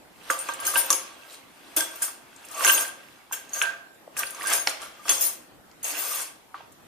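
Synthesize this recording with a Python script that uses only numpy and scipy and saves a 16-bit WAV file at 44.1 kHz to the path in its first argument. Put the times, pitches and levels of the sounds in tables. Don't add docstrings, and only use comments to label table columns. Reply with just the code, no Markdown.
import sys
import numpy as np
from scipy import signal
from scipy.fft import rfft, irfft, next_fast_len
from scipy.io import wavfile
from scipy.ndimage import uniform_filter1d

SR = 44100
rng = np.random.default_rng(int(sys.argv[2]) if len(sys.argv) > 2 else 0)


def bounce(signal):
    frames = np.transpose(np.atleast_2d(signal))
    limited = np.clip(frames, -1, 1)
    pcm = np.round(limited * 32767).astype(np.int16)
    wavfile.write(sys.argv[1], SR, pcm)


def boost_factor(decibels):
    exponent = np.asarray(decibels, float) / 20
    return 10 ** exponent


N = 303345

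# (frequency [Hz], density [dB per Hz])
AIR_SPECTRUM = [(20, -21.5), (65, -17.5), (158, -6), (316, 2.5), (404, -5.5), (722, -3), (1560, -8),
                (5870, -19), (13400, -17.5)]
# (frequency [Hz], likeness [-1..1])
AIR_LIKENESS = [(60, 0.7), (15000, -0.3)]
# (time [s], level [dB])
PORT_PUFFS = [
    (0, -62),
    (1.755, -72),
    (1.78, -52),
    (1.86, -66),
    (2.5, -70),
    (5.3, -65),
    (5.65, -56.5),
    (6.1, -72),
    (6.8, -59),
]
# (frequency [Hz], left-right difference [dB])
PORT_BALANCE = [(60, -5), (180, -4), (550, -0.5), (1650, -3.5), (4970, 0), (15000, 4.5)]
# (frequency [Hz], t60 [s])
YARD_DECAY = [(200, 0.91), (1000, 0.54), (4000, 0.44), (15000, 0.26)]
# (frequency [Hz], width [Hz], level [dB])
KEY_MODES = [(4620, 70, -14), (5480, 110, -7), (6410, 60, -4), (6535, 50, -1), (7572, 30, -9),
             (8300, 70, -8), (8760, 50, -2), (9036, 55, -5), (9193, 40, -3), (9492, 32, -2), (9826, 50, -2),
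             (10320, 50, -4), (10464, 35, -1), (12385, 30, -10), (13566, 40, 0), (13820, 80, -2),
             (14037, 45, -4)]
# (frequency [Hz], width [Hz], level [dB])
TAG_MODES = [(321, 28, -16), (538, 24.7, -6.5), (670, 56, -7), (932.4, 24, -5), (1165, 59, -5),
             (1395, 330, -20), (1582, 23, -1), (2202, 55, -8), (2678, 190, -7), (3232, 42, -7),
             (3400, 44, -8), (3940, 250, -8.5)]
# (frequency [Hz], density [dB per Hz])
SCRAPE_SPECTRUM = [(150, -22), (340, -4.5), (1160, -1), (3100, -4.5), (3800, -2.5), (4600, -5.5),
                   (9760, -1.5), (11800, -5), (13800, -6.5)]
# (time [s], level [dB])
PAW_STIR = [(0, -69), (.29, -36), (.6, -39), (1.05, -40), (1.46, -51.5), (1.75, -41), (1.96, -39.5),
            (2.2, -51), (2.43, -44), (3.04, -46), (3.3, -52.5), (3.5, -46.5), (3.75, -56.5), (4.12, -90.5),
            (4.3, -69.5), (4.95, -45), (5.6, -70), (6.88, -100)]
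# (peak [s], rise [s], hold [s], drag [dB], pitch that touches most [Hz])
KEY_DRAGS = [(.307, 0.023, 0.0046, -21.5, 9080), (.396, 0.043, 0.0046, -33, 8820),
             (.494, 0.37, 0.003, -35, 9100), (.671, 0.049, 0.0044, -18.5, 9880),
             (.764, 0.19, 0.047, -20.5, 8820), (.911, 0.035, 0.027, -21, 10420),
             (1.338, 0.21, 0.004, -39, 8310), (1.768, 0.0057, 0.0064, -13.5, 14600),
             (1.99, 0.29, .02, -38.5, 9500), (2.025, 0.017, 0.0046, -17.5, 8960),
             (2.69, 0.18, 0.0063, -11.5, 8870), (2.727, .05, 0.092, -22, 10350),
             (3.33, 0.019, 0.0028, -24, 14560), (3.545, 0.043, 0.066, -27, 6500),
             (4.175, 0.015, 0.022, -22.5, 9560), (4.27, 0.054, .15, -40.5, 10300),
             (4.433, 0.075, 0.0046, -31, 9100), (4.475, 0.018, 0.0058, -22, 9300),
             (4.535, 0.061, 0.0027, -12.5, 7570), (4.674, 0.048, .005, -27, 5020),
             (4.822, 0.053, 0.015, -35.5, 6120), (5.103, 0.078, 0.052, -19.5, 6440),
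             (5.217, 0.065, 0.04, -17.5, 13640), (5.845, 0.016, 0.065, -24.5, 9830),
             (5.99, 0.15, 0.23, -24, 8890)]
# (peak [s], rise [s], hold [s], drag [dB], pitch that touches most [Hz])
TAG_DRAGS = [(.303, 0.0057, 0.021, -29.5, 1148), (.494, 0.18, 0.0023, -31.5, 1125),
             (.66, 0.23, 0.032, -27, 1165), (.764, 0.08, 0.0028, -21.5, 1515), (.8, .05, 0.034, -37, 1320),
             (.911, 0.14, 0.0063, -25, 1072), (1.338, 0.29, 0.0048, -41, 3930),
             (1.766, 0.0077, 0.0078, -24.5, 3400), (2.021, 0.032, 0.0045, -30, 1450),
             (2.655, 0.2, 0.029, -18.5, 1182), (2.76, 0.111, 0.046, -26, 1590),
             (3.33, 0.033, 0.0033, -31, 1663), (3.561, 0.11, 0.0037, -31, 1594),
             (3.623, 0.037, 0.0033, -25.5, 1610), (4.197, 0.073, 0.0087, -27, 1600),
             (4.42, 0.32, 0.024, -32, 1159), (4.515, 0.12, 0.0052, -17.5, 1618),
             (4.674, 0.015, 0.0041, -23.5, 2020), (4.822, 0.088, 0.0086, -32, 1194),
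             (5.098, 0.057, 0.0034, -20, 3400), (5.22, 0.19, 0.041, -31.5, 1730),
             (5.85, 0.048, .15, -30, 2830), (6.04, 0.1, 0.17, -30.5, 1260), (6.548, .01, 0.046, -42.5, 992)]
# (time [s], length [s], pitch [Hz], rms [dB], left-right
# [dB])
LOW_TONES = [(0.296, 0.068, 1191, -31, -12), (0.298, 0.03, 1560, -35.5, 4), (0.514, 0.018, 1580, -32.5, -4),
             (0.6, 0.052, 1590, -39, -1), (0.658, 0.053, 2960, -37, -4), (0.677, 0.036, 1210, -33, -8),
             (0.757, 0.02, 1618, -28, 7), (0.757, 0.12, 943, -41, 0), (1.771, 0.1, 649, -39.5, 1),
             (1.808, 0.062, 3340, -38, -1), (2.02, 0.015, 1553, -31, -3), (2.555, 0.21, 1155, -38.5, 0),
             (2.618, 0.015, 1102, -26, 0), (2.641, 0.022, 2102, -26, 2), (2.675, 0.071, 2762, -25.5, -7),
             (2.762, 0.046, 1582, -27.5, -6), (3.321, 0.019, 1590, -32, -16),
             (3.56, 0.049, 1582, -30.5, -8), (3.745, 0.15, 1582, -41.5, -6), (3.557, 0.24, 1197, -47, -6),
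             (3.628, 0.11, 1582, -23.5, -5), (4.186, 0.026, 1582, -27, -3.5), (4.197, 0.023, 1192, -32, -6),
             (4.411, 0.027, 1187, -41, 11), (4.503, 0.043, 1163, -32.5, -4), (4.509, 0.039, 2740, -40, -8),
             (4.668, 0.045, 4140, -33.5, 13), (4.824, 0.046, 1376, -45.5, -4), (4.992, 0.033, 1206, -45, 4),
             (6.111, 0.071, 1215, -37, 3),
             (2.55, 0.11, 655, -39.5, -4),
    (2.651, 0.021, 1582, -20, -8),
    (2.69, 0.012, 3100, -15, 14),
    (3.62, 0.19, 684, -50.5, -3),
    (5.1, 0.07, 3385, -48, 0),
    (5.11, .06, 4635, -43.5, 7),
    (5.21, 0.073, 5490, -41, 4),
    (6.035, 0.065, 1220, -46, 0.5),
    (6.544, 0.043, 1150, -41, 3),
]
# (time [s], length [s], pitch [Hz], rms [dB], left-right [dB])
KEY_TONES = [(0.302, 0.046, 8760, -32, 7), (0.388, 0.039, 8800, -28, 7), (0.394, 0.019, 9750, -30, 6),
             (0.665, 0.027, 14430, -24, 9.5), (0.773, 0.025, 14200, -21, 4.5),
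             (0.773, 0.026, 12160, -23, 12.5), (0.775, 0.015, 14500, -19, 19.5),
             (0.777, 0.027, 10390, -23, 14), (0.781, 0.036, 9040, -20, 9.5),
             (0.929, 0.014, 6480, -21, -8.5), (1.762, 0.011, 8790, -21, 5), (1.818, 0.019, 8310, -23.5, 2),
             (2.02, 0.033, 8810, -29, 9), (2.026, 0.023, 13450, -31, 11), (2.646, 0.012, 13500, -21, 12),
             (2.672, 0.025, 9900, -17.5, 19), (2.682, 0.071, 8760, -35, -5), (2.718, 0.042, 13540, -17, 17),
             (2.744, 0.01, 6580, -19, -9), (2.768, 0.027, 8760, -18, 8), (2.77, 0.047, 9820, -28, 8),
             (2.8, 0.03, 6535, -29.5, -11), (2.802, 0.026, 13820, -31, 16), (3.327, 0.017, 13640, -29, 14),
             (4.247, 0.069, 9200, -39, 1), (4.468, 0.019, 9450, -25, 0), (4.548, 0.072, 9190, -25.5, 3),
             (4.672, 0.052, 10490, -33, 2), (5.101, 0.017, 10200, -15, 8), (5.209, 0.021, 13560, -16.5, 13),
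             (5.096, 0.029, 6410, -23.5, -7), (5.211, 0.042, 9000, -23, 3.5),
             (5.247, 0.038, 9560, -22.5, 6), (5.238, 0.044, 13300, -24, 12), (5.263, 0.026, 10400, -25, 17),
             (5.263, 0.022, 14100, -28, 16), (5.841, 0.062, 9930, -29.5, 5), (5.851, 0.038, 8670, -33, -6),
             (5.973, 0.15, 13540, -31.5, 8), (6.147, 0.023, 13540, -28, 16)]
# (time [s], blow [dB], first key [Hz], ring [dB], second key [Hz])
KEY_CLINKS = [(.3017, -21.5, 8500, 6, 6400), (.3895, -17.5, 8640, -3, 6900), (.6005, -27, 7150, 2.5, 10100),
              (.6644, -22, 6420, 8, 10500), (.9033, 1.5, 6270, -7.5, 10270),
              (1.7645, -6.5, 14270, -5, 7050), (1.8068, -6, 6500, -26, 13650),
              (1.957, -25, 14100, -5, 7240), (2.0198, -15, 9830, 3.5, 6800),
              (2.4865, -28, 6740, -28.5, 9700), (2.5117, -31.5, 7200, 1.5, 10100),
              (2.7452, -15.5, 6440, 4, 10000), (2.8784, -23, 9700, -6.5, 6560),
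              (3.3233, -16, 14970, -3, 6650), (4.191, -15, 6900, -4, 13580), (4.2657, -32, 4530, 8.5, 8860),
              (4.3061, -21, 10300, -11.5, 7500), (4.4293, -24, 9000, -8, 8300),
              (4.6944, -17.5, 6200, -5.5, 8700), (4.8174, -26, 6730, -18, 9650),
              (5.2096, -9.5, 13740, -1, 6540), (5.8287, -29.5, 6820, 8.5, 14200),
              (6.2244, -37, 8760, -3, 9900), (4.4205, -21.5, 2500, -22, 6000)]
# (time [s], blow [dB], key [Hz], ring [dB])
KEY_TICKS = [(0.536, -24.5, 7170, -2.5), (0.6513, -20, 7980, 0), (0.7727, -12.5, 9580, -2),
             (0.9276, -4.5, 5970, -15), (2.362, -34, 7300, -11), (2.449, -35, 7960, -1),
             (2.6476, -5, 6220, -4.5), (3.493, -36, 6760, -3), (3.533, -22, 6400, 7.5),
             (3.622, -12, 6820, -7.5), (3.945, -52.5, 7490, -5), (4.1668, -35, 7270, 9),
             (4.347, -29, 6400, -4), (4.4594, -26, 6000, -3), (4.471, -13.5, 8260, -20),
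             (4.535, -10, 6160, -14), (4.6723, -5, 4450, -22), (5.082, -17.5, 5600, -11),
             (5.093, -6.5, 6240, 1), (5.7135, -41.5, 4670, -27.5), (5.8424, -24, 6500, 6),
             (6.72, -45, 7900, 0), (0.4873, -26, 6370, -6), (0.6313, -40, 6500, 3),
             (.7428, -17.5, 9910, -2), (.8581, -24, 13770, -1), (2.5457, -28.5, 6540, 0),
             (2.5948, -22, 14020, -12.5), (2.62, -23, 10200, 1), (2.655, -17.5, 6500, 4),
             (2.7188, -19, 13920, -5), (4.191, -19, 13900, -0.5), (4.3998, -32.5, 10320, -3),
             (4.5001, -17.5, 7040, -3), (4.6233, -27.5, 13570, -1)]
# (time [s], blow [dB], first part [Hz], ring [dB], second part [Hz])
TAG_KNOCKS = [(.486, -20.5, 1198, 7, 2470), (.675, -26.5, 1585, 4, 1170), (.738, -21, 1165, 2, 1180),
              (.756, -8.5, 2790, -4.5, 1526), (.903, -7, 1165, -4.5, 4220), (.929, -21.5, 1190, 5.5, 2820),
              (1.281, -42, 415, -26, 700), (1.770, -23.5, 1610, 3.5, 3400), (1.803, -22.5, 1585, 5.5, 3400),
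              (2.676, -9, 2800, -4.5, 1580), (2.695, -6.5, 1600, -5.5, 2870), (3.33, -23, 2740, -6, 3300),
              (3.615, -5.5, 1566, -9.5, 2880), (4.166, -23, 1400, -6, 2700),
              (4.232, -13.5, 1516, -5.5, 2720), (4.671, -9, 1950, -17, 711), (5.091, -11, 3400, -6.5, 736),
              (1.769, -31, 321, 8, 624)]
# (time [s], blow [dB], tag [Hz], ring [dB])
TAG_BUMPS = [(0.3, -7, 1395, -5), (2.018, -31, 1582, 3), (2.08, -28.5, 1165, 1), (2.8, -32, 1150, 4),
             (2.647, -8, 1680, -25.5), (3.311, -27.5, 1050, -21), (4.076, -32, 590, -33),
             (4.409, -26, 1750, -12), (5.054, -29.5, 1110, 1.5), (5.0805, -22, 1400, -26.5),
             (6.542, -26, 1010, -19), (3.633, -21, 2600, 1), (6.606, -33.5, 870, -10),
             (2.666, -11, 2750, -4), (2.607, -17, 1300, -13), (3.6505, -26, 2800, 2),
             (2.777, -19.5, 3200, -7), (2.85, -25, 1645, -4)]

SIDES = np.array([[.5], [-.5]])
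PORT_LAG_S = .00015
FLAT_HZ = 13700
AIR_DB = -54.5
RISE_DB = 30
KEY_FALL_DB_PER_S, TAG_FALL_DB_PER_S = 250, 157.5
STIR_KEYS_DB, STIR_KEY_HZ, STIR_TAG_HZ = -8.5, 8330, 1051
SPLIT_HZ = 4500
SING_RISE_S, SING_SAG_DB, DAMP_DB_PER_S = 0.004, -9.5, 899
SECOND_KEY_DB, SECOND_PART_DB = -8.5, -3.5
JARRED_KEY_HZ, JARRED_KEY_DB, JARRED_RIM_HZ, JARRED_RIM_DB = 9700, -44.5, 2390, -28
EDGE_HZ, CUT_HZ = 14700, 260


def evened(x):
    return x / np.sqrt(np.mean(x ** 2) + 1e-20)


def read(points, hz):
    f, value = np.transpose(points)
    return np.interp(np.log(np.minimum(hz, FLAT_HZ) + 1), np.log(f + 1), value)


def colour(x, gain):
    size = next_fast_len(x.shape[-1])
    spectrum = rfft(x, size) * gain(np.fft.rfftfreq(size, 1 / SR))
    return irfft(spectrum, size)[..., :x.shape[-1]]


def drift(per_s):
    knots = rng.standard_normal(int(N / SR * 60) + 2)
    smooth = signal.lfilter([1], [1, -np.exp(-per_s / 20)], knots)
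    return np.interp(np.arange(N) / SR * 60, np.arange(len(knots)), evened(smooth))


def near(hz, centre_hz, octaves, floor_db):
    bell = np.exp(-(np.log2(hz / centre_hz) / octaves) ** 2)
    return np.maximum(bell, boost_factor(floor_db))


def ring(x, hz, width):
    r = np.exp(-np.pi * max(width, 4) / SR)
    phasor = signal.lfilter([1], [1, -r * np.exp(2j * np.pi * hz / SR)], x)
    return np.sqrt(2 * (1 - r * r)) * phasor


def air():
    frames, hz = N // 256 + 5, np.fft.rfftfreq(1024, 1 / SR)
    a, b, c, d, patches = rng.standard_normal((frames, 513, 5)).T
    patches = evened(uniform_filter1d(uniform_filter1d(patches, 10, 0), 14, 1))
    same = np.clip(read(AIR_LIKENESS, hz), -1, 1)[:, None]
    left = a + 1j * b
    right = same * left + np.sqrt(1 - same ** 2) * (c + 1j * d)
    z = np.array([left, right]) * boost_factor(read(AIR_SPECTRUM, hz)[:, None] + 2.2 * patches)
    swell = boost_factor(AIR_DB + 1 + 0.98 * drift(0.49))
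    return swell * evened(signal.istft(z, nperseg=1024, noverlap=768)[1][:, :N])


def puffs(tag_db):
    s, db = np.transpose(PORT_PUFFS)
    noise = rng.standard_normal((3, N))
    low = colour(0.6 * noise[0] + noise[1:], lambda f: near(f + 1, 150, 2.67, -72))
    lumpy = evened(low * boost_factor(2.7 * drift(25)))
    deep = evened(colour(lumpy, lambda f: near(f + 1, 65, 1.3, -np.inf)))
    breeze = lumpy * boost_factor(np.interp(np.arange(N) / SR, s, db))
    return breeze + deep * boost_factor(tag_db - 44.5)


def moving(shoves, fall_db_per_s, stir_db, stir_hz):
    t = np.arange(0, N / SR + .002, .001)
    s, rise, hold, db, hz = np.transpose(shoves)[..., None]
    climb = RISE_DB * np.maximum(s - t, 0) / np.maximum(rise, .002)
    fall = fall_db_per_s * np.maximum(t - s - abs(hold), 0)
    stirring = np.interp(t, *np.transpose(PAW_STIR)) + stir_db
    each = np.vstack([db - climb - fall, stirring])
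    level_db = 10 * np.log10(boost_factor(2 * each).sum(0))
    touch_hz = np.append(hz, stir_hz)[each.argmax(0)]
    return [np.interp(np.arange(N) / SR, t, c) for c in (level_db, touch_hz)]


def controls():
    keys_db, key_hz = moving(KEY_DRAGS, KEY_FALL_DB_PER_S, STIR_KEYS_DB, STIR_KEY_HZ)
    tag_db, tag_hz = moving(TAG_DRAGS, TAG_FALL_DB_PER_S, 0, STIR_TAG_HZ)
    return keys_db, tag_db, key_hz, tag_hz


def grit(per_s, spread_db):
    size = boost_factor(spread_db * np.minimum(rng.exponential(1, N), 4)) * rng.choice([-1., 1.], N)
    return evened(size * (rng.random(N) < per_s / SR))


def dragged(modes, level_db, touch_hz, sharp, wander_db, octaves, floor_db, per_s):
    out = np.zeros((2, N))
    for hz, width, db in modes:
        reach = boost_factor(db + wander_db * drift(51)) * near(hz, touch_hz, octaves, floor_db) * np.sqrt(width)
        z = ring(grit(per_s, 6.4) * boost_factor(level_db) * reach, hz, sharp * width)
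        lag = np.tanh(hz / 1800) * (drift(1.95) + hz / 900)
        aim = boost_factor(10.0 * SIDES * drift(18.0) + SIDES * read(PORT_BALANCE, hz))
        out += (z * np.exp(1.5j * SIDES * lag) * aim).real
    return out / np.sqrt(sum(boost_factor(2 * db) * width for hz, width, db in modes))


def scrape(keys_db, tag_db, tag_hz, patchy_db):
    shared = grit(6000, 3.0)
    grains = np.array([[like * shared + grit(9000, 5.9) for port in SIDES] for like in (.5, 1.6)])
    hz, t, z = signal.stft(grains, SR, nperseg=512, noverlap=384)
    patches = rng.standard_normal((len(t), len(hz))).T
    patches = uniform_filter1d(patches, size=2, axis=0)
    patches = evened(uniform_filter1d(patches, size=14, axis=1))
    high = 1 / np.sqrt(1 + (SPLIT_HZ / (hz + 1)) ** 8)[:, None]
    touch_hz = np.interp(t * SR, np.arange(N), tag_hz)
    z[0] *= high * boost_factor(SIDES * read(PORT_BALANCE, hz))[..., None]
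    z[1] *= np.sqrt(1 - high ** 2) * near(hz[:, None] + 1, touch_hz, 3.5, -0.52)
    depth_db = patchy_db * np.array([1, .45])[:, None, None, None]
    z *= boost_factor(read(SCRAPE_SPECTRUM, hz)[:, None] + depth_db * patches)
    fine, coarse = signal.istft(z, SR, nperseg=512, noverlap=384)[1][..., :N]
    return evened(fine) * boost_factor(keys_db - 8.5) + evened(coarse) * boost_factor(tag_db - 10.5)


def sings(events, chatter, chatter_hz, unlike):
    out, t = np.zeros((2, N + SR)), np.arange(SR // 5) / SR
    luck = rng.standard_normal((len(events), 3, len(t)))
    for (s, length, hz, db, pan_db), (a, b, c) in zip(events, luck):
        nearest_hz = min((mode[0] for mode in KEY_MODES), key=lambda f: abs(f - hz))
        hz = nearest_hz if abs(nearest_hz / hz - 1) < .03 else hz
        shake = 1 + chatter * ring(a + 1j * b, 0, chatter_hz) / 2
        sag_db = SING_SAG_DB * np.minimum(t / max(length, .004), 1)
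        choke_db = DAMP_DB_PER_S * np.maximum(t - length, 0)
        envelope = -np.expm1(-t / SING_RISE_S) * boost_factor(db + sag_db - choke_db)
        z = np.sqrt(2) * shake * envelope * np.exp(2j * np.pi * hz * t)
        turn = 2 * np.pi * hz * PORT_LAG_S + np.clip(unlike, 0, .6) * c[0]
        ports = boost_factor(SIDES * pan_db) * np.exp(1j * SIDES * turn)
        at = round(s * SR)
        out[:, at:at + len(t)] += (z * ports).imag * np.sqrt(2) / np.linalg.norm(ports)
    return out[:, :N]


def blows_of(doubles, second_db, singles, jarred_hz, jarred_db):
    return [(*row, second_db) for row in doubles] + [(*row, jarred_hz, jarred_db) for row in singles]


def struck(events, modes, crack_s, crack_octaves, octaves, floor_db, sharp, unlike, lead, broad):
    out, t = np.zeros((2, N + SR)), np.arange(SR // 2) / SR
    hz, width, db = np.transpose(modes)
    luck = rng.standard_normal((len(events), 3, 2, len(modes)))
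    snap = rng.standard_normal((len(events), 3, 1024))
    decay = np.exp(np.outer(2j * np.pi * hz - np.pi * sharp * width, t))
    tones = decay * -np.expm1(-t / crack_s)
    for (s, blow_db, low_hz, ring_db, high_hz, high_db), chance, noise in zip(events, luck, snap):
        share = min(boost_factor(high_db), .97)
        crack_wide = crack_octaves * np.clip(boost_factor(-.4 * ring_db), .8, 3)
        middle_hz = np.sqrt(low_hz * max(high_hz * share, low_hz))

        def both(f, wide, floor):
            first = np.sqrt(1 - share ** 2) * near(f + 1, low_hz, wide, floor)
            second = share * near(f + 1, high_hz, wide, floor)
            return (first + second) * boost_factor(SIDES * read(PORT_BALANCE, f))

        def crack_gain(f):
            return both(f, crack_wide, -50) + broad * near(f + 1, middle_hz, 0.81, -np.inf)

        burst = (noise[0] + unlike * noise[1:]) * np.exp(-t[:1024] / crack_s)
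        burst[:, 0] += 7.0
        burst = colour(np.roll(burst, 64, 1), crack_gain)
        weight = both(hz, octaves, floor_db) * boost_factor(.5 * db + 3 * chance[0])
        spread = 2 * unlike * np.tanh(hz / 1800) * chance[2]
        phase = chance[1, 0] + spread + SIDES * 2 * np.pi * hz * PORT_LAG_S
        ringing = ((weight * np.exp(1j * phase)) @ tones).imag / np.linalg.norm(weight.mean(0))
        sound = np.roll(boost_factor(ring_db) * ringing, 64, 1)
        sound[:, :1024] += burst / abs(burst.mean(0)).max()
        at = round((s - lead) * SR)
        out[:, at:at + len(t)] += sound * boost_factor(blow_db)
    return out[:, :N]


def yard(x):
    taps = np.zeros((2, SR // 2))
    at = np.arange(200, SR // 2 - 20, 20) + rng.integers(0, 20, (2, (SR // 2 - 201) // 20))
    np.put_along_axis(taps, at, rng.choice([-1., 1.], at.shape), 1)
    hz, t, z = signal.stft(taps, SR, nperseg=256)
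    t60 = np.maximum(read(YARD_DECAY, hz), .05)[:, None]
    tail = signal.istft(z * boost_factor(-60 * t / t60), SR, nperseg=256)[1]
    return signal.fftconvolve(x, tail / np.linalg.norm(tail[0]), axes=1)[:, :N]


def small_source(f):
    no_bass = 1 / np.sqrt(1 + (CUT_HZ / (f + 1)) ** 8)
    return no_bass * (1 - 0.52 * near(f + 1, 3890, 0.15, -np.inf))


def scene():
    keys_db, tag_db, key_hz, tag_hz = controls()
    keys = boost_factor(-7.0) * dragged(KEY_MODES, keys_db, key_hz, sharp=0.94, wander_db=4.0,
                               octaves=0.033, floor_db=-10, per_s=2900)
    tag = boost_factor(-2.0) * dragged(TAG_MODES, tag_db, tag_hz, sharp=1.0, wander_db=0.0,
                              octaves=0.093, floor_db=-11.5, per_s=1100)
    moved = keys + tag + scrape(keys_db, tag_db, tag_hz, patchy_db=4.5)
    key_blows = blows_of(KEY_CLINKS, SECOND_KEY_DB, KEY_TICKS, JARRED_KEY_HZ, JARRED_KEY_DB)
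    clinks = struck(key_blows, KEY_MODES, crack_s=0.0021, crack_octaves=0.23, octaves=0.045,
                    floor_db=-23.5, sharp=0.88, unlike=1.0, lead=.0007, broad=0.19)
    tag_blows = blows_of(TAG_KNOCKS, SECOND_PART_DB, TAG_BUMPS, JARRED_RIM_HZ, JARRED_RIM_DB)
    knocks = struck(tag_blows, TAG_MODES, crack_s=0.0028, crack_octaves=0.22, octaves=0.054,
                    floor_db=-27, sharp=0.95, unlike=0.58, lead=-0.00043, broad=0.25)
    sung = sings(KEY_TONES, chatter=0.51, chatter_hz=59.7, unlike=0.56)
    sung = sung + sings(LOW_TONES, chatter=0.56, chatter_hz=41.0, unlike=0.44)
    to_walls = boost_factor(-8.5) * clinks + boost_factor(-10.5) * knocks + boost_factor(-8.5) * moved + boost_factor(-11.5) * sung
    bunch = colour(moved + clinks + knocks + sung + yard(to_walls), small_source)
    duck = boost_factor(-.3 * np.maximum(keys_db + 48.5, 0))
    return bunch + air() * duck + puffs(tag_db)


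def thrift(x, under_db, loud_db):
    z = signal.stft(x, nperseg=2048, noverlap=1024)[2]
    bands = (abs(z[:, :1024]) ** 2).mean(0).reshape(128, 8, -1).mean(1) + 1e-14
    mask = uniform_filter1d(bands, size=31, axis=0)
    masked = (bands < mask * boost_factor(2 * under_db)) & (mask > boost_factor(2 * loud_db))
    masked[:26] = False
    z[:, :1024] *= ~np.repeat(masked, 8, axis=0)
    return signal.istft(z, nperseg=2048, noverlap=1024)[1][:, :N]


def band_limit(x):
    return signal.sosfilt(signal.butter(12, 16020, fs=SR, output="sos"), x)


def record(dry):
    thinned = thrift(np.clip(dry, -1, 1), under_db=-9.5, loud_db=-80)
    mix = colour(thinned, lambda f: np.maximum(1 / (1 + (f / EDGE_HZ) ** 160), boost_factor(-38)))
    return band_limit(mix)


dry = scene()
out = record(dry)
bounce(out)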